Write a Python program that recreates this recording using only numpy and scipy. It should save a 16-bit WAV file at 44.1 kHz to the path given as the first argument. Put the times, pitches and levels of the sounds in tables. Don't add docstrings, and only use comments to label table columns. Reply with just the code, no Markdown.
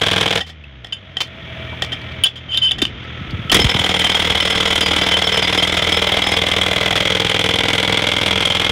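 import sys
import numpy as np
from scipy import signal
from scipy.fft import rfft, irfft
from scipy.io import wavfile
from scipy.ndimage import uniform_filter1d

SR = 44100
rng = np.random.default_rng(int(sys.argv[2]) if len(sys.argv) > 2 else 0)


def wav_out(sig):
    wavfile.write(sys.argv[1], SR, np.round(np.clip(np.atleast_2d(sig).T, -1, 1) * 32767).astype(np.int16))


N = 384111
T = np.arange(N) / SR

# time_s, blows_so_far
BURSTS = [
    [(-.033, 0), (.404, 9)],
    [(3.546, 0), (3.892, 7), (4.403, 17), (4.757, 24), (4.913, 27), (5.527, 39), (5.772, 44), (6.269, 54),
     (6.81, 65), (7.732, 84), (8.741, 105)],
]
# time_s, chisel_looseness (0-1), port_pitch_hz
SEATING = [(0, 0.12, 1570), (.45, 0.14, 1700), (3.5, 0.79, 1980), (4.2, 0.96, 1980), (5.498, 0.83, 2022),
           (6.349, 0.57, 2053), (6.797, 0.26, 2028), (7.3, 0.1, 2074), (7.8, 0.09, 2037), (8.7, 0.12, 2150)]
# pitch_hz, width_hz, struck_end_on_db, knocked_sideways_db
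CHISEL_MODES = [(1585, 20, -5.5, -3), (2760, 150, -26, 1.5), (3090, 33, 5, 13.5), (3560, 90, -13, 5),
                (4810, 84, -29, -4), (5190, 23, -4, -10), (6810, 38, -11.5, -7), (9200, 28, -16.5, -13.5),
                (11500, 37, -25, -34), (13160, 70, -35, -35), (14200, 60, -35, -33),
                (15400, 27, -21.5, -42)]


def jackhammer():
    blows, returns = strokes()
    loose = along(SEATING)[0]
    body = housing(blows, returns) + amp(-9.5) * port(blows, returns)
    body += amp(-7.5) * muffler(blows, returns)
    steel = amp(-3 - 2.5 * loose) * clash(blows, returns)
    crushed = amp(-17.5) * grit(blows, returns)
    body += slab_boom(blows, returns)
    steel += blow_clangs(blows, returns)
    steel += amp(-19 + 18.5 * loose) * free_ring(blows, returns)
    return amp(5.5 - 0.5 * loose) * body + steel + crushed


def strokes(return_s=0.019):
    blows = np.concatenate([np.interp(np.arange(b[-1][1]), *np.transpose(b)[::-1]) for b in BURSTS])
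    loose = along(SEATING, blows)[0]
    blows += 0.00017 * loose * rng.standard_normal(len(blows))
    lag_s = loose * (0.0033 + 0.0008 * rng.standard_normal(len(blows)))
    return blows, blows + return_s + lag_s


def impacts(blows, returns, return_db, alike, contact_s, tail_db, tail_s, scatter_db, rattle_db):
    out = np.zeros(N)
    for times, db in ((blows, 0), (returns, return_db)):
        patterns = [chatter(contact_s, tail_db, tail_s) for _ in range(14)]
        for s, loose in zip(times, along(SEATING, times)[0]):
            k, blend = divmod(np.clip(s / T[-1], 0, 1) * (len(patterns) - 2), 0.94)
            angle = blend * np.pi / 2
            repeated = np.cos(angle) * patterns[int(k)] + np.sin(angle) * patterns[int(k) + 1]
            share = alike * (1 - 0.25 * loose)
            gain = amp(db + scatter_db * np.clip(rng.standard_normal(), -2, 2))
            fresh = chatter(contact_s, tail_db, tail_s)
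            add(out, s, gain * (np.sqrt(share) * repeated + np.sqrt(1 - share) * fresh))
            early_s = s - rng.uniform(0.001, 0.005)
            add(out, early_s, gain * loose * amp(rattle_db) * chatter(contact_s, tail_db, tail_s))
    return out


def housing(blows, returns):
    # frequency_hz, gain_db
    response = [(120, -10.5), (200, -13.5), (244, -11.5), (287, -3), (405, -10), (455, -2), (560, -5.5),
                (830, -8.5), (1130, -11), (1360, -8.5), (1880, -11.5), (2060, -3), (2700, -9.5),
                (3290, -0.5), (4470, -18.5), (5360, -18.5), (15000, -49)]
    knocks = impacts(blows, returns, return_db=-2, alike=0.82, contact_s=0.009,
                     tail_db=-10.3, tail_s=0.026, scatter_db=0.8, rattle_db=0)
    return unit(colour(knocks, response))


def port(blows, returns):
    # pitch_ratio, width_hz, level_db
    modes = [(.48, 54.3, -4), (.69, 70, -9), (1, 57, 2), (1.1, 45.7, -4)]
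    port_hz = along(SEATING)[1]
    air = impacts(blows, returns, return_db=-1, alike=0.9, contact_s=0.007,
                  tail_db=-16, tail_s=0.015, scatter_db=0.8, rattle_db=-6)
    return unit(sum((-1) ** k * amp(db) * resonate(air, port_hz * ratio, width)
                    for k, (ratio, width, db) in enumerate(modes)))


def muffler(blows, returns, delay_s=0.00376):
    # pitch_hz, width_hz, level_db
    modes = [(86, 17, 1.5), (105, 93, -2), (127, 59, -15), (188, 23.2, 6.5), (281, 26, -6.5),
             (454, 64, 3.5)]
    puffs = np.zeros(N)
    for times, db in ((blows, 0), (returns, -3)):
        for s in times:
            vent_s = s + delay_s + 0.00035 * rng.standard_normal()
            add(puffs, vent_s, amp(db + 1.54 * rng.standard_normal(1)))
    return unit(colour(ring(puffs, modes), [(20, -11), (55, -8.5), (78, 4.5), (700, -2), (2000, -27)]))


def clash(blows, returns):
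    strikes = impacts(blows, returns, return_db=-2.5, alike=0.28, contact_s=0.008,
                      tail_db=-12, tail_s=0.01, scatter_db=2, rattle_db=-6)
    band = [(1500, -36.5), (2700, -14.5), (3100, 1.5), (3450, -5), (3800, -8), (4500, -23), (8000, -43)]
    return unit(colour(strikes, band))


def blow_clangs(blows, returns, pitch_hz=3340, level_db=8, contact_s=0.0074):
    # time_s, pitch_hz, level_db
    hard_blows = [(3.595, 3186, 14), (4.148, 3280, 17.5), (4.301, 3290, 12.5), (4.403, 3100, 10.5),
                  (5.374, 3050, 10.5), (5.921, 3330, 12), (6.12, 3350, 13.5), (6.613, 3310, 14),
                  (6.859, 3330, 8), (7.053, 3340, 12), (7.101, 3370, 6), (7.392, 3260, 10.5),
                  (7.78, 3330, 10), (7.924, 3370, 12), (7.972, 3396, 13)]
    accents = {np.argmin(abs(blows - s)): (hz, db) for s, hz, db in hard_blows}
    out = np.zeros(N)
    for k, loose in enumerate(along(SEATING, blows)[0]):
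        detune, force = np.clip(rng.standard_normal(2), -2, 2)
        hz, db = accents.get(k, (pitch_hz * (1 + 0.011 * detune), level_db + 0.5 * force))
        add(out, blows[k], amp(db) * squeal(hz, contact_s + 0.0076 * loose, rough=0.69))
        return_hz = pitch_hz * rng.uniform(0.93, 1.04)
        add(out, returns[k], amp(level_db - 4) * squeal(return_hz, contact_s, rough=1.09))
    return out


def free_ring(blows, returns, scatter_db=5, detune=0.0091):
    out, t = np.zeros(N), np.arange(4400) / SR
    for hz, width, db, _ in CHISEL_MODES:
        envelope = amp(db) * width * (1 - np.exp(-t / 0.0012)) * np.exp(-np.pi * width * t)
        for times, stroke_db in ((blows, 0), (returns, -4)):
            for s, (share, shift) in zip(times, np.clip(rng.standard_normal((len(times), 2)), -2, 1.5)):
                tone = np.sin(2 * np.pi * hz * (1 + detune * shift) * t)
                add(out, s + 0.002022, amp(stroke_db + scatter_db * share) * envelope * tone)
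    return unit(out)


def slab_boom(blows, returns):
    # time_s, pitch_hz, level_db
    resonance = [(.2, 650, -11.5), (3.55, 790, -15), (5.5, 784, -15.5), (5.9, 544, -12), (6.1, 560, -3),
                 (6.24, 770, -9), (6.6, 624, -7), (6.93, 656, -5), (7.13, 525, -12), (7.75, 515, -14.5),
                 (8.4, 635, -19), (8.52, 520, -21)]
    push = impacts(blows, returns, return_db=-5, alike=0.92, contact_s=0.007,
                   tail_db=-20, tail_s=0.01, scatter_db=1, rattle_db=-9)
    hz, db = along(resonance, blows)
    hz *= np.exp(0.097 * along(SEATING, blows)[0] * rng.standard_normal(len(blows)))
    return amp(np.interp(T, blows, db)) * unit(resonate(push, np.interp(T, blows, hz), width_hz=125))


def grit(blows, returns):
    # frequency_hz, gain_db
    spectrum = [(1500, -36), (4000, -6), (6000, 20), (9500, 19), (12000, 11.5), (16000, -60)]
    crush = impacts(blows, returns, return_db=-3.5, alike=0, contact_s=0.004,
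                    tail_db=0, tail_s=0.012, scatter_db=4, rattle_db=-3)
    return unit(colour(crush * wander(depth_db=4.5, per_s=900, size=8192), spectrum))


def chips(per_s=200, decay_s=0.00048):
    running = sum((T > burst[0][0]) & (T < burst[-1][0]) for burst in BURSTS)
    snaps = amp(1.5 * np.minimum(rng.exponential(1, N), 3)) * (rng.random(N) < per_s / SR)
    envelope = signal.lfilter([1], [1, -np.exp(-1 / (decay_s * SR))], snaps * running)
    spectrum = [(200, -2), (750, -2), (1500, 7.5), (3400, 3), (6000, -11), (15000, -39)]
    return amp(-6) * unit(colour(envelope * rng.standard_normal(N), spectrum))


def chisel_knocks():
    # start_s, clang_db, pitch_hz, ring_db, crack_db, hollow_db, contact_s
    contacts = [(0.405, 0, 3110, -4, -11, 1, 0.014), (0.465, -27, 3230, -26, -19, -39, 0.028),
                (0.492, -24, 3230, -26, -21, -16.5, 0.019), (0.639, -12.5, 2610, -40, -36, -50, 0.0051),
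                (0.8455, -15, 3210, -28, -29, -13, 0.0046), (.869, -31, 2970, -34, -28, -25, 0.0037),
                (.924, -6, 3004, -8, -20.5, -33, 0.0091), (1.169, -3.5, 3140, -16, -21, -12.5, 0.0036),
                (1.205, -12, 3080, -13, -11.5, -37, 0.0095), (1.215, -29, 3640, -42, -12.5, -33, 0.0077),
                (1.821, -22, 3320, -21, -21.5, -15.5, 0.0071), (1.846, -37, 3250, -45, -27, -39, .005),
                (1.92, -18.5, 3156, -32, -38, -27.5, 0.02), (2.237, 8, 3070, 1, -14, -19, 0.0072),
                (2.257, -1.5, 3385, -22, -17.5, -24, 0.015), (2.357, -27, 3240, -33, -38, -42, 0.026),
                (2.544, -11, 3400, -27, -28, -24, 0.0034), (2.574, 1, 3590, -4.5, -15.5, -25, 0.0018),
                (2.71, -5, 3440, -13, -32, -18.5, 0.0033), (2.717, -3.5, 3090, -19, -19, -22, 0.0024),
                (2.784, -34, 3140, -24, -33, -23, 0.01), (2.818, -8.5, 3685, -10.5, -14, -20, 0.011),
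                (2.852, -6.5, 3040, -18, -16, -23, 0.0024), (3.497, -11, 3100, -51, -27, -25, 0.0078),
                (3.517, -17, 3230, -16, -4, -7, 0.019), (3.546, -4, 3460, -12, 0, -4, 0.016),
                (4.811, -7, 3220, 7, 1, -3, 0.015), (5.631, 18, 3220, 7, 4, -7, 0.012),
                (6.372, 14, 3220, -9, 7, -5, 0.0065), (6.963, 10, 3380, -6, 6, 6, 0.0077),
                (7.202, 11, 3250, -6, 11.5, 2, 0.0035), (8.455, 19, 3230, -6, -1, -12, .004),
                (8.505, 14, 3120, 5, -14, -10, 0.0054), (8.553, 11, 3150, -4, -3, -6, 0.0092)]
    # pitch_hz, width_hz, level_db
    hollow_modes = [(780, 69, 1), (1900, 75, 6.5), (3380, 150, 6), (5230, 42, -5.5)]
    clangs, steel, stone, shank = np.zeros((4, N))
    for s, clang_db, hz, ring_db, crack_db, hollow_db, contact_s in contacts:
        hit = chatter(contact_s, tail_db=-18, tail_s=0.018) * np.sqrt(contact_s * SR)
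        add(clangs, s, amp(clang_db) * squeal(hz, contact_s, rough=0.65))
        add(steel, s, amp(ring_db) * hit)
        add(stone, s, amp(crack_db) * hit)
        add(shank, s, amp(hollow_db) * hit)
    return clangs + tip_on_stone(steel, stone) + ring(shank, hollow_modes)


def chisel_bounces():
    # start_s, length_s, pitch_hz, level_db
    bounces = [(3.6, 0.033, 5210, 5), (3.698, 0.0053, 5220, 13.5), (4.008, 0.01, 3130, 14),
               (4.05, 0.01, 3120, 14.5), (4.158, 0.011, 3130, 5), (4.408, 0.022, 5260, 0),
               (4.807, .033, 4900, -1), (4.855, 0.019, 4880, 2), (5.015, .02, 4900, 0),
               (5.128, 0.035, 3085, 14.5), (5.236, 0.034, 5300, 0), (5.322, 0.057, 5220, 0.5),
               (5.428, 0.018, 4870, 5), (5.584, 0.012, 3150, 15), (5.577, .016, 5180, 4),
               (5.92, 0.066, 5200, -2), (6.231, 0.034, 5140, -3), (6.278, 0.025, 5205, -1),
               (6.325, 0.025, 5130, 0)]
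    out = np.zeros(N)
    for s, length, hz, db in bounces:
        add(out, s, amp(db) * squeal(hz, length, rough=0.38))
    return out


def chisel_drags(slips_per_s=3200, fade_s=0.0072):
    # start_s, length_s, level_db, pitch_hz, roughness (0-1)
    drags = [(2.487, 0.044, -20, 3100, 0.1), (2.512, 0.076, -13.5, 3090, 0.88),
             (2.594, 0.012, -35, 3150, 0.9), (2.615, 0.066, -5, 3060, 0.3),
             (2.669, 0.037, -11.5, 3116, 0.9)]
    squeals, steel, stone = np.zeros((3, N))
    t = np.arange(SR // 5) / SR
    for s, length, db, hz, rough in drags:
        judder = wander(depth_db=1.5 * rough, per_s=180)[:len(t)]
        pressure = amp(db) * np.clip(np.minimum(t, length - t) / fade_s, 0, 1) * judder
        slips = unit(rng.standard_normal(len(t)) * (rng.random(len(t)) < slips_per_s / SR))
        add(steel, s, pressure * amp(-14.5) * slips)
        add(stone, s, pressure * amp(-26.5) * slips)
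        add(squeals, s, pressure * squeal(hz, length, rough, size=len(t)))
    return squeals + tip_on_stone(steel, stone)


def tip_on_stone(steel_force, stone_force, damping_hz=30):
    # frequency_hz, gain_db
    response = [(150, -7.5), (620, -3.5), (1250, 1), (1550, -7.5), (2100, 3.5), (2600, 0), (3400, 3),
                (4500, 0), (7000, -12), (10000, -21), (16000, -28)]
    modes = [(hz, width + damping_hz, db) for hz, width, _, db in CHISEL_MODES]
    return ring(steel_force, modes, swell=1) + colour(stone_force, response)


def compressor(idle_hz=40.6, loaded_hz=82.5, sink_s=0.46, run_up_s=0.9):
    # frequency_hz, gain_db
    pipe = [(25, -38), (42, -42), (60, 1), (80, -3), (118, 0), (160, -12.5), (240, -18), (450, -39)]
    # frequency_hz, gain_db
    clatter_spectrum = [(25, -33), (60, 16.5), (130, 12.5), (250, 7.5), (400, 3), (560, 2.5), (645, 1),
                        (800, -3), (1100, -3.5), (1340, 2), (1550, -0.5), (2200, 4), (2750, 0.5), (3350, 6),
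                        (4300, -18), (6500, -24.5), (9000, -62), (16000, -54)]
    # pitch_hz, width_hz, level_db, peak_s, half_length_s
    whines = [(645.7, 12, -42.5, 1.44, 1), (1310, 21, -35, 3.9, 0.65), (1840, 22, -47.5, 1.7, 0.92),
              (2320, 20, -40.5, 1.83, 0.46)]
    stop, restart = BURSTS[0][-1][0], BURSTS[1][0][0]
    load = np.exp(-(np.maximum(T - stop, 0) / sink_s) ** 2) + np.clip((T - restart) / run_up_s, 0, 1)
    firing_hz = idle_hz + (loaded_hz - idle_hz) * load
    phase = 2 * np.pi * np.cumsum(firing_hz) / SR
    hum = sum(gain_at(pipe, k * firing_hz) * np.cos(k * phase + 2 * np.pi * rng.random())
              for k in range(1, 7))
    clatter = unit(colour(rng.standard_normal(N) * (1 + 0.23 * np.cos(phase)), clatter_spectrum))
    whine = sum(amp(db) * bell_curve(s, half) * unit(resonate(rng.standard_normal(N), hz, width))
                for hz, width, db, s, half in whines)
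    hum *= wander(depth_db=-1, per_s=18)
    return amp(-32.5 + 21 * load) * hum + amp(-31.5 + 8.5 * load) * clatter + whine


def low_thumps():
    # peak_s, level_db, half_length_s
    rumbles = [(2.83, -26, 0.094), (3.34, -30.5, 0.092), (3.64, 1, 0.067), (4.323, -21, 0.076)]
    # start_s, peak_db, final_pitch_hz, rise_s
    thumps = [(2.821, -4.5, 174, 0.005), (3.209, -19, 69.6, 0.01), (3.328, -16, 81.5, 0.011),
              (3.387, -19, 87, 0.012), (3.447, -18.5, 69.4, 0.0086), (3.526, -1, 90, 0.0037),
              (3.545, 1, 218, .005), (3.563, 4, 110, 0.0061), (3.591, 14, 248, 0.0052),
              (3.599, 8, 80, 0.0064), (3.642, 22.5, 55.5, 0.012), (3.747, 17.5, 52.7, 0.0056),
              (3.797, 11.5, 60.4, 0.0073), (4.296, 6, 55.3, 0.013)]
    strength = sum(amp(db) * bell_curve(s, half) for s, db, half in rumbles)
    spectrum = [(20, -19), (55, 10.5), (100, 3), (330, -4.5), (600, -24), (3000, -61)]
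    out = strength * colour(rng.standard_normal(N), spectrum)
    t = np.arange(SR // 6) / SR
    for s, db, hz, rise_s in thumps:
        cycles = np.cumsum(hz + 330 * np.exp(-t / 0.0062)) / SR
        envelope = (t / rise_s) ** 2 * np.exp(2 - 2 * t / rise_s)
        add(out, s, amp(db) * envelope * np.sin(2 * np.pi * cycles))
    return out


def pebbles(contact_s=0.0021):
    # start_s, level_db, pitch_hz
    snaps = [(1.273, -29, 3370), (1.729, -26, 950), (2.016, -38, 4300), (2.12, -39, 4500),
             (3.041, -43, 4600), (3.307, -32, 4440)]
    out = np.zeros(N)
    for s, db, hz in snaps:
        hit = chatter(contact_s, tail_db=0, tail_s=0.0088) * np.sqrt(contact_s * SR)
        add(out, s, amp(db) * ring(hit, [(hz, 0.11 * hz, 0)]))
    return out


def street_echoes(x, t60_s=0.095, per_s=2000):
    t = np.arange(SR // 2) / SR
    taps = rng.standard_normal(len(t)) * (rng.random(len(t)) < per_s / SR)
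    taps *= (t > 0.012) * amp(-60 * t / t60_s)
    taps = colour(taps / np.linalg.norm(taps), [(100, -6.5), (3500, 1.5), (6000, 1.5), (16000, -1)])
    return signal.oaconvolve(x, taps)[:N]


def chatter(contact_s, tail_db, tail_s, size=2600):
    t = np.arange(size) / SR
    envelope = np.exp(-(t / contact_s) ** 4) + amp(tail_db) * np.exp(-t / tail_s)
    burst = envelope * rng.standard_normal(size)
    for _ in range(3):
        burst = irfft(np.exp(1j * np.angle(rfft(burst))), size) * np.minimum(3 * envelope, 1)
    return burst / np.linalg.norm(burst)


def squeal(hz, contact_s, rough, decay_s=0.0032, size=4400):
    t = np.arange(size) / SR
    grip, slip = unit(uniform_filter1d(uniform_filter1d(rng.standard_normal((2, size)), 60), 40))
    envelope = (1 - np.exp(-t / 0.00023)) * np.exp(-np.maximum(t - contact_s, 0) / decay_s)
    phase = 2 * np.pi * np.cumsum(hz * (1 + 0.035 * rough * slip)) / SR
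    return envelope * (1 + 0.32 * rough * grip) * np.sin(phase)


def ring(x, modes, swell=0):
    t = np.arange(8192) / SR
    taps = sum(amp(db) * width * (width * t) ** swell * np.exp(-np.pi * width * t)
               * np.sin(2 * np.pi * hz * t) for hz, width, db in modes)
    return signal.oaconvolve(x, taps / np.linalg.norm(taps))[:len(x)]


def resonate(x, hz, width_hz):
    carrier = np.exp(2j * np.pi * np.cumsum(hz * np.ones(N)) / SR)
    pole = np.exp(-np.pi * width_hz / SR)
    return 2 * (carrier * signal.lfilter([1 - pole], [1, -pole], x / carrier + 1e-18)).real


def colour(x, spectrum):
    log_gain = np.log(gain_at(spectrum, abs(np.fft.fftfreq(4096, 1 / SR))))
    taps = np.fft.ifft(np.exp(np.conj(signal.hilbert(log_gain)))).real
    return signal.oaconvolve(x, taps / np.linalg.norm(taps))[:len(x)]


def gain_at(spectrum, hz):
    points_hz, db = np.transpose(spectrum)
    return amp(np.interp(np.log(hz + 1), np.log(points_hz), db))


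def along(rows, t=T):
    s, *columns = np.transpose(rows)
    return [np.interp(t, s, c) for c in columns]


def wander(depth_db, per_s, size=256):
    return amp(depth_db * np.interp(T * per_s, np.arange(size), rng.standard_normal(size), period=size))


def bell_curve(peak_s, half_length_s):
    return np.exp(-((T - peak_s) / half_length_s) ** 2)


def add(mix, s, sound):
    start = round(s * SR)
    part, sound = mix[max(start, 0):], sound[max(-start, 0):]
    part[:len(sound)] += sound[:len(part)]


def amp(db):
    return 10 ** (np.asarray(db) / 20)


def unit(x):
    return x / np.sqrt(np.mean(x ** 2) + 1e-20)


def gain_control(x, threshold_db=-12.5, attack_s=0.017, recover_db_per_s=20, hop=64):
    level_db = 10 * np.log10(abs(uniform_filter1d(x ** 2, 2 * hop)[::hop]) + 1e-12)
    step_s, duck_db = hop / SR, [0]
    for over_db in level_db - threshold_db:
        fall_db = max(over_db - duck_db[-1], 0) * step_s / attack_s
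        duck_db.append(max(duck_db[-1] + fall_db - recover_db_per_s * step_s, 0))
    duck_db = np.array(duck_db[1:])
    duck_db[:2 * hop] = duck_db[2 * hop]
    return amp(-np.interp(T, T[::hop], duck_db))


def scene():
    tool = jackhammer() + chips() + chisel_knocks() + chisel_bounces() + chisel_drags()
    return (tool + amp(-11.5) * street_echoes(tool) + compressor() + pebbles() + low_thumps())[None]


def record(dry, ceiling=0.54, bass_cut_hz=25, band_edge_hz=16000):
    caught = signal.lfilter(*signal.butter(1, bass_cut_hz, "high", fs=SR), dry)
    held = caught * gain_control(caught[0])
    rounded = held / (1 + (held / ceiling) ** 4) ** (1 / 4)
    low_pass = signal.firwin(255, band_edge_hz, window=("kaiser", 9), fs=SR)
    return signal.oaconvolve(rounded, low_pass[None], "same")


dry = scene()
out = record(dry)
wav_out(out)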